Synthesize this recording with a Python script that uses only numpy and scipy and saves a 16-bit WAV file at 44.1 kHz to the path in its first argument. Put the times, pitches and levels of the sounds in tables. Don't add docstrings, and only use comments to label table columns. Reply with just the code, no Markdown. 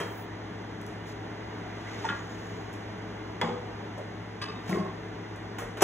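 import sys
import numpy as np
from scipy import signal
from scipy.fft import rfft, irfft, next_fast_len
from scipy.io import wavfile
from scipy.ndimage import uniform_filter1d

SR = 44100
rng = np.random.default_rng(int(sys.argv[2]) if len(sys.argv) > 2 else 0)


def put_to_file(sound):
    columns = np.atleast_2d(sound).T
    safe = np.clip(columns, -1, 1)
    whole_steps = np.round(safe * 32767)
    wavfile.write(sys.argv[1], SR, whole_steps.astype(np.int16))


N = 257103
TIME, FREQS = np.arange(N) / SR, np.fft.rfftfreq(N, 1 / SR)

# start_s, knock_db, knock_pitch_hz, sharpness_q,
# chatter_s, click_db, click_brightness_db_per_octave
BLOWS = [(0.001, -3, 680, 0.29, 0.035, -18.5, 3), (1.868, -14, 2120, 9.1, 0.073, -40, -14),
         (2.044, -4.5, 910, 12, 0.014, -34, -10), (2.051, -12, 755, 1.9, 0.016, -20.5, -15),
         (2.0905, -5, 1310, 6.2, 0.008, -42, 1), (2.0912, -11.5, 3260, 5.5, .012, -35, -1),
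         (2.093, -11.5, 1700, 3.5, 0.022, -42, -3), (3.4142, -3.5, 2150, 0.95, 0.0028, -21.5, 0),
         (3.9787, -9, 610, 4.7, 0.015, -31, 0), (4.416, -11, 2400, 1.5, 0.013, -26, -8),
         (4.694, -10, 700, 0.55, 0.0062, -24, 4), (5.585, -6, 1006, 0.61, 0.029, -17, 5.5),
         (5.62, -11.5, 500, 1.3, .02, -34, 2), (5.772, -10.5, 1100, 0.49, 0.026, -27, 4),
         (5.808, -1.5, 1380, 0.4, 0.061, -8, -12), (5.8195, 1, 1500, 0.54, 0.018, -3, 3),
         (5.8225, 14.5, 497, 0.92, 0.024, 5.5, 6)]
# pitch_hz, level_db
KNOCK_TONE = [(100, 1), (400, 6), (1000, 1.5), (2000, -1), (2600, -6), (3500, -4.5), (4500, -8),
              (7000, -11.5), (16000, -45)]
# pitch_hz, level_db
CLICK_TONE = [(500, -51), (2500, 3), (4000, -29), (5500, 6), (7000, 1.5), (9000, -0.5), (12000, -6.5),
              (15000, -11.5)]
# start_s, knock_db, knock_pitch_hz, click_db
DOOR_JOLTS = [(4.711, -19, 795, -30), (4.722, -8.5, 630, -34), (4.7284, -13, 2040, -34),
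              (4.736, -18, 1250, -32), (4.748, -7, 394, -38), (4.757, -9.5, 1080, -34),
              (4.771, -6, 384, -41), (4.783, -13.5, 695, -42), (4.791, -14, 1070, -40),
              (4.795, -11, 328, -39), (4.808, -8.5, 353, -41), (4.849, -14, 1070, -45),
              (4.863, -16, 1060, -46), (4.877, -14, 390, -49)]
JOLT_Q, JOLT_CHATTER_S = 6.8, 0.0052
# pitch_hz, level_db, time_to_fall_60_db_s
DOOR_RING = [(320, -30, 0.097), (385, -33, 0.22), (600, -42, .13), (754, -42, 0.16), (1045, -40, .2),
             (1088, -35, 0.27), (1880, -46, 0.11), (2120, -49, 0.19)]
# start_s, knock_db, knock_pitch_hz
LOAD_RATTLE = [(3.419, -4, 950), (3.4235, -12, 1200), (3.431, -8, 720), (3.4428, -5.5, 516),
               (3.4433, -12, 1150), (3.453, -9, 860), (3.462, -17, 1050), (3.486, -7, 477),
               (3.494, -13, 850), (3.507, -15, 560), (3.528, -11, 484)]
RATTLE_Q, RATTLE_CHATTER_S = 4.5, 0.0034
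# start_s, level_db, chatter_s, brightness_db_per_octave
LIGHT_TICKS = [(.815, -31, .0004, 8), (0.8652, -30.5, .0003, 2), (.8664, -30, .0004, 0),
               (2.7298, -35, .0002, 2), (2.737, -28.5, .002, -4), (4.677, -35, .003, 2),
               (4.704, -28, .002, 8), (5.3608, -34.5, 0.0032, 1)]
# pitch_hz, level_db, time_to_fall_60_db_s
COUNTER_RING = [(401.5, -0.5, 0.65), (494, 1.5, 0.66), (590, -5, 0.18), (760, -14, .4), (822, 0, .3),
                (897, 0, 0.24), (994, -2, 0.3), (1055, -4, 0.42), (1240, -8, 0.68), (1631, -8, 0.2),
                (1800, -8, 0.11), (2030, -5, 0.15), (2250, -8, 0.17), (3040, -8, 0.11), (3460, -3, 0.11),
                (895, 11, 0.035), (1500, -5, 0.016), (2126, 8.5, 0.036), (3360, 6, 0.051)]
# start_s, level_db, rise_s
COUNTER_HITS = [(3.4137, -35, 0.00037)]
# pitch_hz, level_db, time_to_fall_60_db_s
FLOOR_RING = [(904, -12, 0.23), (1147, -9, 0.3), (1384, -8, .2), (1422, 1, 0.23), (1610, -9, 0.25),
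              (1657, -3, 0.34), (1825, -8, 0.2), (1970, -5.5, 0.38), (2550, -9, 0.17), (3010, -22, 0.22),
              (3010, -5, .12), (3510, -14, 0.11), (1150, 5, 0.032), (1450, 13, 0.025), (1860, 11, 0.034),
              (3450, 8, .02)]
# start_s, level_db, rise_s
TRAY_DROPS = [(2.051, -49, 0.0011), (2.064, -45, .001), (2.0882, -34.5, 0.0014)]
# pitch_hz, level_db, time_to_fall_60_db_s
LATCH_RING = [(1313, 4, 0.18), (2023, -8, 0.25), (2390, -1, 0.13), (3210, 7.5, 0.22)]
# start_s, level_db, rise_s
LATCH_HITS = [(.003, -48, .002), (5.822, -43, .001)]
# pitch_hz, level_db, time_to_fall_60_db_s
GLASS_RING = [(1010, -1.5, 0.38), (1087, 0.5, 0.51), (1192, -4.5, 0.89), (1630, -4, 0.18), (1960, -5, 0.28),
              (2590, -2, 0.29), (2630, -7, 0.49), (2850, -11, .2), (2955, -6.5, 0.38), (3280, -3, 0.095),
              (3335, -5, 0.39), (3600, -9, 0.15), (3720, -8, 0.76), (3790, -10, .35), (4118, -6, .25),
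              (4640, -3, .18), (4900, -1, 0.3), (5437, -18, .3), (6080, -19, .2), (6300, -18, 0.25),
              (6950, -22, 0.18), (7800, -21, 0.25), (9600, -13, .12)]
# start_s, level_db, rise_s
GLASS_CLINKS = [(4.4145, -40.5, 0.0026), (4.4209, -52, .001), (4.439, -52, .002), (4.482, -53, .002),
                (4.694, -52, 0.0022), (4.77, -54, .002)]
# pitch_hz, level_db, time_to_fall_60_db_s
CASE_RING = [(171, -2, 0.25), (185, 3.5, 0.18), (201.4, -2.5, 0.29), (235, -15.5, 0.22), (336, -9, 0.4),
             (382, -12, 0.47), (633, -15.5, 0.43), (730, -20, 0.66), (1060, -17, 0.41), (1385, -24, .41)]
# start_s, level_db, rise_s
CASE_THUDS = [(0.001, -35, 0.0081), (2.1, -38, 0.0032), (4.702, -21.5, 0.012), (4.79, -28, 0.0022),
              (5.601, -44, 0.013)]
# pitch_hz, level_db, time_to_fall_60_db_s
FRAME_RING = [(166, -0.5, 0.24), (232.6, -0.5, 0.39)]
# start_s, level_db, rise_s
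FRAME_HITS = [(3.427, -29.5, .003)]
# start_s, level_db, pitch_hz, swell_s
DULL_PUSHES = [(2.098, -29.5, 190.4, 0.011), (4.69, -26, 182, 0.011), (5.625, -43, 42, .035)]
# peak_s, level_db, rise_s, fall_s, brightness_db_per_octave
SLIDES = [(0.215, -56, 0.15, 0.033, 21), (1.08, -50, 0.019, 0.053, 1), (2.02, -44, 0.2, 0.17, -4.5),
          (2.4, -54, 0.26, 0.26, -1), (4.7, -45, 0.04, 0.084, 0)]
SLIDE_SHAPE = 1.54
# pitch_hz, level_db
RUB_TONE = [(400, -20), (1200, -5), (2200, -7), (4000, -5.5), (6700, -6), (8000, -16), (12000, -21),
            (15000, -23)]
SQUEAK_START_S, SQUEAK_END_S, SQUEAK_EDGE_S = 2.14, 2.8, 0.033
SQUEAK_DB, SQUEAK_FADE_DB_PER_S = -61, -14
# pitch_hz, rms_level_db
MOTORS = [(57.7, -60), (98.8, -57.5), (106.6, -45.5), (115.6, -60.5), (173, -53), (240, -57.5),
          (319.7, -54), (399.7, -57), (866.5, -63)]
# pitch_hz, level_db
FAN_AIR = [(20, -24), (45, -11.5), (65, -3), (130, -6), (170, 1), (265, -1.5), (400, -1), (560, -4.5),
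           (800, -6), (2000, -14), (2700, -19), (4500, -25), (6500, -34), (8500, -43.5), (12000, -45.5),
           (16000, -66)]
FAN_AIR_DB = -38.5
# pitch_hz, width_hz, gain_db
FAN_DUCTS = [(299, 32, 6.5), (426, 41, 5), (528, 54, -3.5), (766, 30, 4.5), (1435, 37, 4), (1650, 67, 3),
             (2045, 210, 5), (6370, 1330, 5.5)]
# pitch_hz, time_to_fall_60_db_s
ROOM_ECHO = [(100, 0.38), (400, 0.54), (1500, 0.57), (4000, 0.49), (8000, 0.61), (16000, 0.12)]
# pitch_hz, level_db
PAIR_WIDTH = [(100, -56), (300, -13.5), (500, -7), (730, -3.5), (1200, -4.5), (2000, -8), (2800, -1.5),
              (3700, -5.5), (4700, -20), (8000, -134)]
# pitch_hz, lead_radians
PAIR_LEAD = [(0, 0), (400, -.3), (520, -.8), (1100, -.8), (1300, -.1), (2550, .5), (4700, np.pi),
             (17500, 7 * np.pi)]
# pitch_hz, difference_db
PAIR_BALANCE = [(60, 0.9), (350, 2.5), (520, 1), (800, -1.5), (1300, -0.5), (3000, -0.5), (4500, 2)]
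EDGE_HZ = 15750


def amp(db):
    return 10 ** (np.asarray(db) / 20)


def unit(x):
    return x / np.sqrt(np.mean(x ** 2) + 1e-20)


def read(points, hz):
    f, value = np.transpose(points)
    return np.interp(np.log(hz + 1), np.log(f + 1), value)


def add(mix, s, sound):
    part = mix[max(round(s * SR), 0):][:len(sound)]
    part += sound[:len(part)]


def noise(db):
    return unit(irfft(rfft(rng.standard_normal((2, N))) * amp(db), N))


def drift(rate_hz):
    spectrum = rfft(rng.standard_normal(N)) / (1 + (FREQS / rate_hz) ** 4)
    return unit(irfft(spectrum, N))


def impulse(colour, size=2048):
    log_gain = np.log(amp(colour(abs(np.fft.fftfreq(size, 1 / SR)))))
    pulse = np.fft.ifft(np.exp(np.conj(signal.hilbert(log_gain)))).real
    return pulse / np.linalg.norm(pulse)


def contact(chatter, first_s=0.00074, lead=0.59, size=8192):
    t = np.arange(size) / SR
    strength = np.sqrt(chatter / (chatter + first_s) / (first_s * SR))
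    force = strength * rng.standard_normal(size) * np.exp(-t / chatter)
    force[0] = lead
    return force / np.linalg.norm(force)


def knock(db, hz, q, chatter):
    def body(f):
        resonance = 1 + (q * (f / hz - hz / (f + 1))) ** 2
        return read(KNOCK_TONE, f) - 10 * np.log10(resonance)
    return amp(db) * signal.fftconvolve(contact(chatter), impulse(body))


def clicks(touches):
    out = np.zeros(N)
    for s, chatter, db, bright in touches:
        def colour(f):
            return read(CLICK_TONE, f) + bright * np.log2(np.maximum(f / 5000, 1))
        add(out, s, amp(db) * signal.fftconvolve(contact(chatter), impulse(colour)))
    return out


def ring(modes, rise, twin, split_hz=7, twin_from_hz=350):
    t = np.arange(SR) / SR
    out = np.zeros(SR)
    for hz, db, t60 in modes:
        turns = hz * t + rng.random()
        split = split_hz * rng.uniform(-2, 2) * np.sqrt(hz / 1000)
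        twin_turns = turns + split * t + rng.choice([-1, 1]) / 4
        share = twin * hz / (hz + twin_from_hz)
        pair = np.sin(2 * np.pi * turns) + share * np.sin(2 * np.pi * twin_turns)
        out += amp(db - 60 * t / t60) * pair
    return out * (1 - np.exp(-t / rise))


def struck(modes, blows, rough=0.0, rough_hz=60, twin=1.0):
    out = np.zeros(N)
    for s, db, rise in blows:
        add(out, s, amp(db) * ring(modes, rise, twin=twin))
    return out * (1 + rough * drift(rough_hz)) / np.sqrt(1 + rough ** 2)


def knocks():
    out = np.zeros(N)
    for s, db, hz, q, chatter, _, _ in BLOWS:
        add(out, s, knock(db, hz, q, chatter))
    return out


def snaps():
    return clicks([(s, chatter, db, bright) for s, _, _, _, chatter, db, bright in BLOWS])


def shudder(rise=0.00076, bright=1.0):
    out = np.zeros(N)
    for s, db, hz, _ in DOOR_JOLTS:
        add(out, s, knock(db, hz, JOLT_Q, JOLT_CHATTER_S))
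    parts = struck(DOOR_RING, [(s, db, rise) for s, db, _, _ in DOOR_JOLTS])
    rattle = clicks([(s, JOLT_CHATTER_S, db, bright) for s, _, _, db in DOOR_JOLTS])
    return out + parts + rattle


def settling():
    out = np.zeros(N)
    for s, db, hz in LOAD_RATTLE:
        add(out, s, knock(db, hz, RATTLE_Q, RATTLE_CHATTER_S))
    return out


def panels():
    counter = struck(COUNTER_RING, COUNTER_HITS)
    oven_floor = struck(FLOOR_RING, TRAY_DROPS, rough=.2, twin=.7)
    latch = struck(LATCH_RING, LATCH_HITS)
    return counter + oven_floor + latch


def turntable():
    return struck(GLASS_RING, GLASS_CLINKS, rough=.4, rough_hz=70, twin=.6)


def boom():
    return struck(CASE_RING, CASE_THUDS) + struck(FRAME_RING, FRAME_HITS)


def pushes(steepness=3):
    out, t = np.zeros(N), np.arange(SR) / SR
    for s, db, hz, swell in DULL_PUSHES:
        shape = (t / swell * np.exp(1 - t / swell)) ** steepness
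        add(out, s, amp(db) * shape * np.sin(2 * np.pi * hz * t))
    return out


def ticks():
    return clicks([(s, chatter, db, bright) for s, db, chatter, bright in LIGHT_TICKS])


def rubbing(grain_db=1.5, squeak_hz=6700, squeak_width_hz=170):
    hiss = np.zeros((2, N))
    for s, db, rise, fall, bright in SLIDES:
        distance = np.maximum((s - TIME) / rise, (TIME - s) / fall)
        swell = np.exp(-distance ** SLIDE_SHAPE)
        colour = read(RUB_TONE, FREQS) + bright * np.log2((FREQS + 200) / 5000)
        hiss += amp(db) * swell * noise(np.where(FREQS < EDGE_HZ, colour, -np.inf))
    sliding = np.clip(np.minimum(TIME - SQUEAK_START_S, SQUEAK_END_S - TIME) / SQUEAK_EDGE_S, 0, 1)
    whistle = noise(-20 * np.log10(1 + ((FREQS - squeak_hz) / squeak_width_hz) ** 2))
    whistle *= sliding * amp(SQUEAK_DB + SQUEAK_FADE_DB_PER_S * (TIME - SQUEAK_START_S))
    return amp(grain_db * drift(70)) * (hiss + whistle)


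def hum(waver=0.16, flutter=0.082):
    out = np.zeros(N)
    for hz, db in MOTORS:
        strength = np.sqrt(2) * amp(db) * (1 + flutter * drift(27))
        phase = 2 * np.pi * (hz * TIME + rng.random()) + waver * hz / 100 * drift(1.85)
        out += strength * np.sin(phase)
    return out


def air(fizz_db=-79, swell_db=0.59, ripple_db=2.5):
    ducts = sum(db / (1 + (2 * (FREQS - hz) / width) ** 2) for hz, width, db in FAN_DUCTS)
    ripple = unit(uniform_filter1d(rng.standard_normal(len(FREQS)), size=100))
    standing = ripple_db * ripple * FREQS / (FREQS + 300)
    fans = amp(FAN_AIR_DB + swell_db * drift(1.0)) * noise(read(FAN_AIR, FREQS) + ducts + standing)
    return fans + amp(fizz_db) * noise(0 * FREQS)


def kitchen(x, wet_db, gap_s=0.0026, treble_db=-4):
    echoes = rng.random((2, SR)) < 4000 / SR
    taps = rng.standard_normal((2, SR)) * echoes * (np.arange(SR) > gap_s * SR)
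    hz, t, z = signal.stft(taps, SR, nperseg=256)
    decay = amp(-60 * t / read(ROOM_ECHO, hz)[:, None])
    decay *= amp(treble_db * hz / (hz + 5000))[:, None] / np.sqrt((decay[hz < 2000] ** 2).mean())
    tail = signal.istft(z * decay, SR, nperseg=256)[1] / np.linalg.norm(taps[0])
    return x + amp(wet_db) * signal.fftconvolve(x[None], tail, axes=1)[:, :N]


def scene():
    out = kitchen(knocks(), wet_db=3) + kitchen(snaps(), wet_db=1.5)
    out += kitchen(shudder(), wet_db=-1)
    out += kitchen(settling(), wet_db=1)
    out += kitchen(panels(), wet_db=-5)
    out += kitchen(turntable(), wet_db=-5)
    out += kitchen(boom() + pushes(), wet_db=-7)
    out += kitchen(ticks(), wet_db=6.0)
    return out + rubbing() + hum() + air()


def record(dry):
    size = next_fast_len(N + 8192)
    hz = np.fft.rfftfreq(size, 1 / SR)
    left, right = rfft(dry, size)
    sides = np.array([[1], [-1]])
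    pair = (left + right) / 2 + sides * amp(read(PAIR_WIDTH, hz)) * (left - right) / 2
    lead = np.interp(hz, *np.transpose(PAIR_LEAD))
    pair = pair * amp(sides * read(PAIR_BALANCE, hz) / 2) * np.exp(.5j * sides * lead)
    low_pass = signal.firwin(511, EDGE_HZ, window=("kaiser", 9), fs=SR)
    return signal.oaconvolve(irfft(pair, size)[:, :N], low_pass[None], "same")


dry = scene()
out = record(dry)
put_to_file(out)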